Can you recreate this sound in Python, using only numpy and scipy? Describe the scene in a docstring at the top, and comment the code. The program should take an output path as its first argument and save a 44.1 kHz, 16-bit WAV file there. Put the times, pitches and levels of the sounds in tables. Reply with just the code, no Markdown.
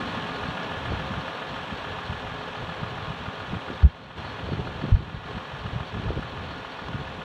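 """A six-cylinder tractor diesel idles at about 850 rpm in the open while a phone backs slowly away from it.
Knocks are short rings and clatter is a loop of noise, both repeating every two crank turns.
Gears whine as wavering sine waves; the fan and intake are shaped noise; a drone and a squeak fade early.
Wind flutters on the microphone as noise and short swings, and faint ticks click nearby.
Two dull thumps, slow sine swings with a rustle, make the phone's limiter turn the sound down briefly."""
import sys
import numpy as np
from scipy import signal
from scipy.fft import irfft
from scipy.io import wavfile
from scipy.ndimage import uniform_filter1d, minimum_filter1d, map_coordinates

SR = 44100
rng = np.random.default_rng(int(sys.argv[2]) if len(sys.argv) > 2 else 0)


def file_out(sig):
    """Save sig as 16-bit WAV at sys.argv[1]."""
    # one column per channel
    cols = np.atleast_2d(sig).T
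    # limit, then scale
    lim = np.clip(cols, -1, 1)
    pcm = np.round(lim * 32767).astype(np.int16)
    wavfile.write(sys.argv[1], SR, pcm)


N = 319284
T = np.arange(N) / SR  # time of every sample [s]

# Engine levels are relative: ENGINE_DB and the distance scale them all later.
# crank speed: (time [s], speed [rpm])
CRANK_SPEED = [(0, 847.5), (1.2, 849.8), (2.6, 847.5), (4, 849.5), (6, 849.2), (7.2, 851.5)]
# one engine cycle is two crank turns, or 720 degrees
IDLE_RPM, START_DEG, CYCLE_DEG = 849, -49, 720
IDLE_CYCLE_S = 2 * 60 / IDLE_RPM
# distance: the phone backs away steadily, then stands still; engine level at the starting distance
START_M, BACKING_M_S, STOP_S, ENGINE_DB = 3.94, 0.69, 4.8, -34

# colour of the engine block's clatter: (frequency [Hz], relative level per Hz [dB])
BLOCK_COLOUR = [(150, 1.5), (250, -17.5), (340, -4.5), (620, 0), (900, 3.5), (1150, 2), (1520, -1),
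                (1720, 0.5), (1950, -8), (2500, -5), (3300, -10), (3950, -14), (4400, -23.5), (4900, -38)]
CLATTER_DB, RUSH_DB = -2.7, -4.7

# combustion knock of each cylinder, in firing order: (ring pitch [Hz], relative level [dB])
CYLINDER_KNOCKS = [(1450, 6), (1380, 1), (1180, 1), (1050, 1), (1100, -0.5), (900, -0.5)]
FIRST_FIRING_DEG, FIRING_RING_MS = 12.47, 3.6
# a bright injector clack comes shortly before each firing
INJECTOR_HZ, INJECTOR_DB, INJECTOR_RING_MS, INJECTOR_LEAD_DEG = 3000, -14.5, 1.8, 15
# valve gear and fuel pump knocks: (crank angle [deg], ring pitch [Hz], relative level [dB])
VALVE_AND_PUMP_KNOCKS = [(20.95, 2450, -2.5), (84.8, 503, 0), (143, 1904, -6), (177, 3014, -6),
                         (240.4, 1700, -3), (290.6, 690, -0.5), (351.6, 2700, -5.5), (393, 637, -1),
                         (457, 964, 2), (470, 3400, -7.5), (600, 2500, -0.5), (706, 1194, 6.5),
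                         (712, 2500, -2.5), (718, 1440, 4)]
VALVE_RING_MS = 3.2
# resonances excited by every knock: (multiple of its ring pitch [ratio], relative level [dB])
RESONANCES = [(.68, -9), (.84, -5.5), (1, -4.5), (1.19, -6.5)]
KNOCK_RISE_MS = 1.7
# random scatter of each blow's force (per resonance), timing, and phase (per resonance)
KNOCK_SCATTER_DB, KNOCK_SPREAD_MS, KNOCK_SLIP_RAD = 1.6, .6, .7

# colour of the air rush: (frequency [Hz], relative level per Hz [dB])
AIR_COLOUR = [(100, -14), (250, -6), (500, 0.5), (1000, -2.5), (1700, -6), (2050, -11), (3300, -3),
              (3950, -11), (4400, -19.5), (4850, -22), (5600, -21.5), (9000, -37), (12000, -42.5),
              (15500, -45.5)]
# colour of the airy intake sizzle: (frequency [Hz], relative level per Hz [dB])
INTAKE_COLOUR = [(3400, -7), (3800, -4.5), (4350, 2.5), (4600, -5), (4900, -22), (6000, -55)]
# intake sizzle before its swells: (time [s], relative level [dB])
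INTAKE_LEVEL = [(0, -21.5), (3.8, -22), (4.3, -17.5), (4.8, -17.5), (5.5, -21), (6.5, -19), (7.2, -24)]
# whines of gears, belt drive and pumps: (frequency at idle speed [Hz], relative level [dB])
WHINE_PARTIALS = [(425.3, -16.5), (526.5, -15.5), (656.8, -18), (700.5, -28), (737.5, -18.5), (1082, -15.5),
                  (1211, -17.5), (1441, -17.5), (1637, -20), (1717, -17.5), (1933, -23.5), (2631, -29),
                  (2971, -32.5), (3176, -31), (4109, -33), (5507, -39.5), (7865, -49)]
WHINE_FLUTTER_DB, WHINE_WOBBLE_RAD = 5.5, 1.0

# partials of the low drone: (frequency at idle speed [Hz], relative level [dB])
DRONE_PARTIALS = [(106.1, -6), (169.8, 1), (233.5, -22), (254.7, -3), (273, -17)]
# colour of the rumble in the drone: (frequency [Hz], relative level per Hz [dB])
RUMBLE_COLOUR = [(120, -26.0), (170, -2.5), (280, 1.0), (360, -17.0), (900, -64.5)]
# the drone starts stronger, right in front of the tractor, and sinks back with time
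DRONE_DB, DRONE_FRONT_DB, DRONE_FADE_S = -51.5, 13.5, 0.81
# a thin squeak around one crank angle, fading as the phone moves away
CHIRP_HZ, CHIRP_DEG, CHIRP_WIDTH_DEG, CHIRP_DB, CHIRP_FADE_S = 8140, 645, 75, -71, 1.7

# gusts on the microphone: (start of full strength [s], length of full strength [s], level before flicker [dB])
WIND_GUSTS = [(0.783, 0.12, -37.5), (0.926, 0.27, -35), (2.083, 0.23, -45.5), (2.604, 0.037, -37),
              (2.807, 0.32, -39.5), (3.498, 0.08, -33), (3.937, 0.35, -42.5), (4.444, 0.16, -33),
              (4.653, 0.455, -36.5), (5.271, 0.11, -38), (5.947, 0.25, -36), (6.334, 0.28, -40),
              (6.87, 0.16, -40)]
GUST_RISE_S, GUST_FALL_S = 0.038, 0.024
# a light breeze drifts beneath the gusts; all of the wind flickers
BREEZE_DB, BREEZE_SWING_DB, FLICKER_DB = -46, 3.5, 2.5
# colour of the wind flutter: (frequency [Hz], relative level per Hz [dB])
FLUTTER_COLOUR = [(20, -22.5), (45, -4.5), (75, 3), (120, 3.5), (190, -3.5), (280, -19), (450, -13),
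                  (1000, -45.5)]
# colour of the finer eddies in the wind: (frequency [Hz], relative level per Hz [dB])
EDDY_COLOUR = [(170, -2.5), (300, -0.5), (500, -8), (900, -19)]
# eddies have EDDY_DB when the wind is at EDDY_FROM_DB; growth in dB per dB of wind
EDDY_DB, EDDY_FROM_DB, EDDY_GROWTH = -44.5, -33.5, 1.34

# sharp buffets of wind: (middle [s], peak of the envelope [dB], pitch [Hz])
WIND_BUFFETS = [(.49, -23, 140), (.922, -24, 380), (.94, -24, 131), (1.02, -27, 170), (1.11, -25, 200),
                (1.18, -23, 130), (1.727, -24.5, 170), (2.123, -24.5, 149), (2.833, -24, 150),
                (3.106, -25, 143), (3.285, -25, 130), (3.534, -22, 190), (3.703, -22, 300),
                (4.49, -25, 420), (4.523, -19.5, 340), (4.534, -19, 150), (4.592, -25, 330),
                (4.841, -17.5, 229), (4.853, -23.5, 400), (4.89, -27, 260), (4.970, -14.5, 129),
                (5.148, -19, 130), (5.37, -25.5, 160), (5.66, -24, 129), (5.763, -20.5, 121),
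                (5.81, -22.5, 133), (5.968, -24.5, 180), (5.999, -26.5, 220), (6.095, -21, 108),
                (6.106, -19, 500), (6.122, -28.5, 300), (6.172, -22, 110), (6.177, -21, 380),
                (6.946, -22.5, 200), (7.019, -22.5, 169)]
# width of one swing; weaker eddies scatter around it in time and within about an octave
SWING_CYCLES, TRAIN_S, TRAIN_DB, TRAIN_DB_PER_OCTAVE = 0.61, .028, -9, -3

# faint ticks nearby: (time [s], crack level [dB], ring pitch [Hz], ring level [dB])
TICK_EVENTS = [(0.6315, -35, 5300, -33), (6.8842, -35, 1050, -23)]
# colour of the tick's crack: (frequency [Hz], relative level per Hz [dB])
CRACK_COLOUR = [(700, -3), (3300, 2), (5500, -11), (8200, -24), (10000, -48)]

# thumps at the microphone, the later one a double push; levels are before the limiter:
# (time [s], first pitch [Hz], last pitch [Hz], length [s], peak of the envelope [dB], rustle level [dB])
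THUMP_PUSHES = [(3.8305, 73.8, 57, .057, 3, -12), (4.919, 86, 86, .022, -3.2, -26),
                (4.9365, 56, 50, .022, -2.5, -27)]
# colour of the thumps' rustle: (frequency [Hz], relative level per Hz [dB])
RUSTLE_COLOUR = [(28, -1), (70, -2), (150, 2.0), (230, -14.5), (400, -24.0), (1200, -38), (4000, -97)]

TOP_HZ = 15250  # upper limit of the phone's sound


def undb(db):
    """Turn decibels into a gain to multiply by."""
    return 10 ** (np.asarray(db) / 20)


def unit(x):
    """Scale a signal to an rms (average strength) of 1."""
    return x / np.sqrt(np.mean(x ** 2))


def curve(rows):
    """Join rows of (time [s], value) by straight lines."""
    return np.interp(T, *np.transpose(rows))


def noise(colour, size=N):
    """Make seamless looping noise of rms 1 by giving shaped frequencies random phases."""
    hz, db = np.transpose(colour)
    f = np.maximum(np.fft.rfftfreq(size, 1 / SR), 1)
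    gain = undb(np.interp(np.log(f), np.log(hz), db))
    beyond_ends = np.minimum(np.minimum(f / hz[0], hz[-1] / f), 1) ** 2
    random_phase = np.exp(2j * np.pi * rng.random(len(f)))
    return unit(irfft(gain * beyond_ends * random_phase, size))


def walk(rate):
    """Drift randomly with rms 1: draw `rate` values a second and smooth the steps between them."""
    step = int(SR / rate)
    values = rng.standard_normal(N // step + 1)
    return unit(uniform_filter1d(np.repeat(values, step), step)[:N])


def swell(cycles, times):
    """Swing smoothly between -1 and 1 a given number of times per engine cycle."""
    return np.cos(2 * np.pi * times * cycles)


def tones(cycles, partials, waver_db, wobble=0.39, fade_db=1.2):
    """Sine waves follow the crank speed, each fluttering, wavering in pitch and slowly coming and going."""
    crank_s = cycles * IDLE_CYCLE_S  # a clock that runs faster when the engine does
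    out = 0
    for hz, db in partials:
        phase = 2 * np.pi * (hz * crank_s + rng.random()) + wobble * walk(26)
        level_db = db + waver_db * np.tanh(walk(22)) + fade_db * walk(2.025)
        out = out + np.sqrt(2) * undb(level_db) * np.sin(phase)
    return out


def clatter(cycles):
    """Moving parts rattle the block with the same noise every cycle, swelling gently six times, once a firing."""
    size = int(SR * IDLE_CYCLE_S)
    one_cycle = noise(BLOCK_COLOUR, size=size)
    play = 0.00012 * walk(40)  # backlash shifts the blows a little, in cycles
    position = (cycles + play) % 1 * size
    rattle = map_coordinates(one_cycle, [position], order=3, mode="grid-wrap")
    return rattle * undb(CLATTER_DB + 0.5 * swell(cycles, 6) + 0.77 * walk(30))


def knock(cycles, deg, hz, ring_ms, db):
    """A blow at one crank angle rings several resonances, each time with another force, delay and mix."""
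    blow_cycles = np.arange(-1, cycles[-1]) + deg / CYCLE_DEG
    starts = np.interp(blow_cycles, cycles, T, left=-1, right=-1)
    starts = starts[starts > 0][:, None]  # one row per blow
    index = (starts * SR).astype(int) + np.arange(-300, 1200)
    ms = (index / SR - starts) * 1000
    age = ms - KNOCK_SPREAD_MS * rng.standard_normal(starts.shape)
    burst = np.exp(-np.where(age < 0, (age / KNOCK_RISE_MS) ** 2, age / ring_ms))
    ring = 0
    for k, (ratio, mode_db) in enumerate(RESONANCES):
        force, slip = rng.standard_normal((2, *starts.shape))
        # k * k starts each resonance at a different phase
        phase = 2 * np.pi * ratio * hz * ms / 1000 + k * k + KNOCK_SLIP_RAD * slip
        ring = ring + undb(db + mode_db + KNOCK_SCATTER_DB * force) * np.sin(phase)
    inside = (index >= 0) & (index < N)
    return np.bincount(index[inside], (burst * ring)[inside], N)


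def knocks(cycles):
    """Six cylinders knock in turn, each with an injector clack; valve gear and pump add their own blows."""
    out = 0
    for deg, hz, db in VALVE_AND_PUMP_KNOCKS:
        out = out + knock(cycles, deg, hz, VALVE_RING_MS, db)
    for k, (hz, db) in enumerate(CYLINDER_KNOCKS):
        deg = FIRST_FIRING_DEG + k * CYCLE_DEG / len(CYLINDER_KNOCKS)
        injector_deg = deg - INJECTOR_LEAD_DEG
        out = out + knock(cycles, deg, hz, FIRING_RING_MS, db)
        out = out + knock(cycles, injector_deg, INJECTOR_HZ, INJECTOR_RING_MS, INJECTOR_DB)
    return out


def air_rush(cycles):
    """Fan and combustion noise rush along, swelling at the pace of the firings and crank turns."""
    return noise(AIR_COLOUR) * undb(RUSH_DB + 0.8 * swell(cycles, 6) + 0.54 * swell(cycles, 2))


def intake(cycles, sizzle_deg=340):
    """Intake noise sizzles with swells once a cycle, with the crank turns and firings, and at random."""
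    draw = swell(cycles - sizzle_deg / CYCLE_DEG, 1)
    swells_db = 1.4 * draw + 2.1 * swell(cycles, 2) + 1.9 * swell(cycles, 6)
    flicker_db = 4.5 * np.tanh(walk(32))
    return noise(INTAKE_COLOUR) * undb(curve(INTAKE_LEVEL) + swells_db + flicker_db)


def whines(cycles):
    """Gears, belt drive and pumps whine at pitches tied to the crank speed."""
    return tones(cycles, WHINE_PARTIALS, waver_db=WHINE_FLUTTER_DB, wobble=WHINE_WOBBLE_RAD)


def drone(cycles):
    """Low engine partials sound over a fluttering rumble, loudest at the start in front of the tractor."""
    partials = unit(tones(cycles, DRONE_PARTIALS, waver_db=4.5))
    rumble = noise(RUMBLE_COLOUR) * undb(4.2 * np.tanh(walk(45)))
    level_db = DRONE_DB + DRONE_FRONT_DB * np.exp(-T / DRONE_FADE_S)
    return (partials + undb(1.26) * rumble) * undb(level_db)


def chirp(cycles):
    """A thin high tone squeaks once an engine cycle and fades away early on."""
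    off_deg = ((cycles - CHIRP_DEG / CYCLE_DEG + .5) % 1 - .5) * CYCLE_DEG  # distance from its crank angle
    gate = np.exp(-(off_deg / CHIRP_WIDTH_DEG) ** 2 - (T / CHIRP_FADE_S) ** 2)
    return gate * tones(cycles, [(CHIRP_HZ, CHIRP_DB)], waver_db=3)


def gust(start, length):
    """A gust's strength rises just before its start, holds, then falls."""
    end = start + length
    return np.interp(T, [start - GUST_RISE_S, start, end, end + GUST_FALL_S], [0, 1, 1, 0])


def wind():
    """Breeze and gusts flutter on the microphone; stronger wind adds more of the finer, higher eddies."""
    breeze = undb(BREEZE_DB + BREEZE_SWING_DB * walk(7.6))
    gusts = sum(undb(db) * gust(start, length) for start, length, db in WIND_GUSTS)
    strength = np.hypot(breeze, gusts) * undb(FLICKER_DB * walk(45))
    eddies = undb(EDDY_DB) * (strength / undb(EDDY_FROM_DB)) ** EDDY_GROWTH
    return noise(FLUTTER_COLOUR) * strength + noise(EDDY_COLOUR) * eddies


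def eddy(s, db, hz, phase):
    """One whirl of air passes the microphone as a brief swing of pressure, shorter the higher it is."""
    index = np.clip(int(s * SR) + np.arange(-1000, 1000), 0, N - 1)
    turns = (T[index] - s) * hz
    envelope = undb(db) * np.exp(-(turns / SWING_CYCLES) ** 2)
    return np.bincount(index, envelope * np.sin(2 * np.pi * turns + phase), N)


def buffets(count=4):
    """Each buffet is one strong eddy in a ragged train of weaker ones."""
    out = 0
    for s, db, hz in WIND_BUFFETS:
        out = out + eddy(s, db, hz, 2 * np.pi * rng.random())
        for when, octave, phase in rng.uniform(-1.003, 1, (count, 3)):
            weaker_db = db + TRAIN_DB + TRAIN_DB_PER_OCTAVE * octave
            out = out + eddy(s + TRAIN_S * when, weaker_db, hz * 2 ** octave, np.pi * phase)
    return out


def ticks(crack_s=0.0016, ring_cycles=3.2):
    """Short dry clicks are each a crack of noise and a briefly ringing sine, nearly buried in the engine."""
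    out = 0
    noise_crack = noise(CRACK_COLOUR)
    for s, crack_db, hz, ring_db in TICK_EVENTS:
        age = np.maximum(T - s, 0)
        contact = 1 - np.exp(-(age / .0003) ** 2)  # a very quick rise from silence
        crack = undb(crack_db) * np.exp(-age / crack_s) * noise_crack
        ring = undb(ring_db) * np.sin(2 * np.pi * hz * age) * np.exp(-age * hz / ring_cycles)
        out = out + contact * (crack + ring)
    return out


def thumps(rise_s=0.0087, tail_s=0.02):
    """Pushes of air swing the microphone slowly, some sagging in pitch; a rustle swells and trails off."""
    out = 0
    rustle = noise(RUSTLE_COLOUR)
    for s, start_hz, end_hz, length, db, rustle_db in THUMP_PUSHES:
        age = np.clip((T - s) / length, 0, 1)  # 0 at the start of the push, 1 at its end
        phase = 2 * np.pi * length * age * (start_hz + (end_hz - start_hz) * age / 2)
        body = np.sin(np.pi * age ** .7) ** 2
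        since = T - s - length / 3  # the rustle peaks a third of the way in
        wake = np.exp(np.minimum(since / rise_s, -since / tail_s))
        out = out + undb(rustle_db) * wake * rustle - undb(db) * body * np.sin(phase)
    return out


def scene():
    """The engine grows fainter in proportion to distance, while wind, ticks and thumps stay close up."""
    cycles = START_DEG / CYCLE_DEG + np.cumsum(curve(CRANK_SPEED)) / (2 * 60 * SR)
    engine = clatter(cycles) + knocks(cycles) + air_rush(cycles) + intake(cycles) + whines(cycles)
    distance_m = START_M + BACKING_M_S * np.minimum(T, STOP_S)
    tractor = engine * undb(ENGINE_DB) * START_M / distance_m + drone(cycles) + chirp(cycles)
    nearby = wind() + buffets() + ticks() + thumps()
    return (tractor + nearby)[None]


def limiter(x, threshold=0.37, ratio=2.7, hold_s=0.288, slew_s=0.0074, release_s=0.023):
    """The gain drops quickly just ahead of a loud peak, is held down for a while, then eases back."""
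    hold, slew, release = int(hold_s * SR), int(slew_s * SR), int(release_s * SR)
    allowed = (threshold / np.maximum(np.abs(x), threshold)) ** (1 - 1 / ratio)
    # the origins shift these windows towards the past
    held = minimum_filter1d(allowed, hold + slew, origin=(hold - 1) // 2)
    eased = np.minimum(held, uniform_filter1d(held, release, origin=(release - 1) // 2))
    return x * uniform_filter1d(eased, slew)


def record(dry):
    """The sound fades in and out over 2 ms; the phone limits the peaks and cuts the highest treble."""
    fade = np.minimum(np.minimum(T, T[-1] - T) / .002, 1)
    limited = limiter(dry * fade)
    return signal.sosfilt(signal.ellip(10, .2, 80, TOP_HZ, fs=SR, output="sos"), limited)


dry = scene()
out = record(dry)
file_out(out)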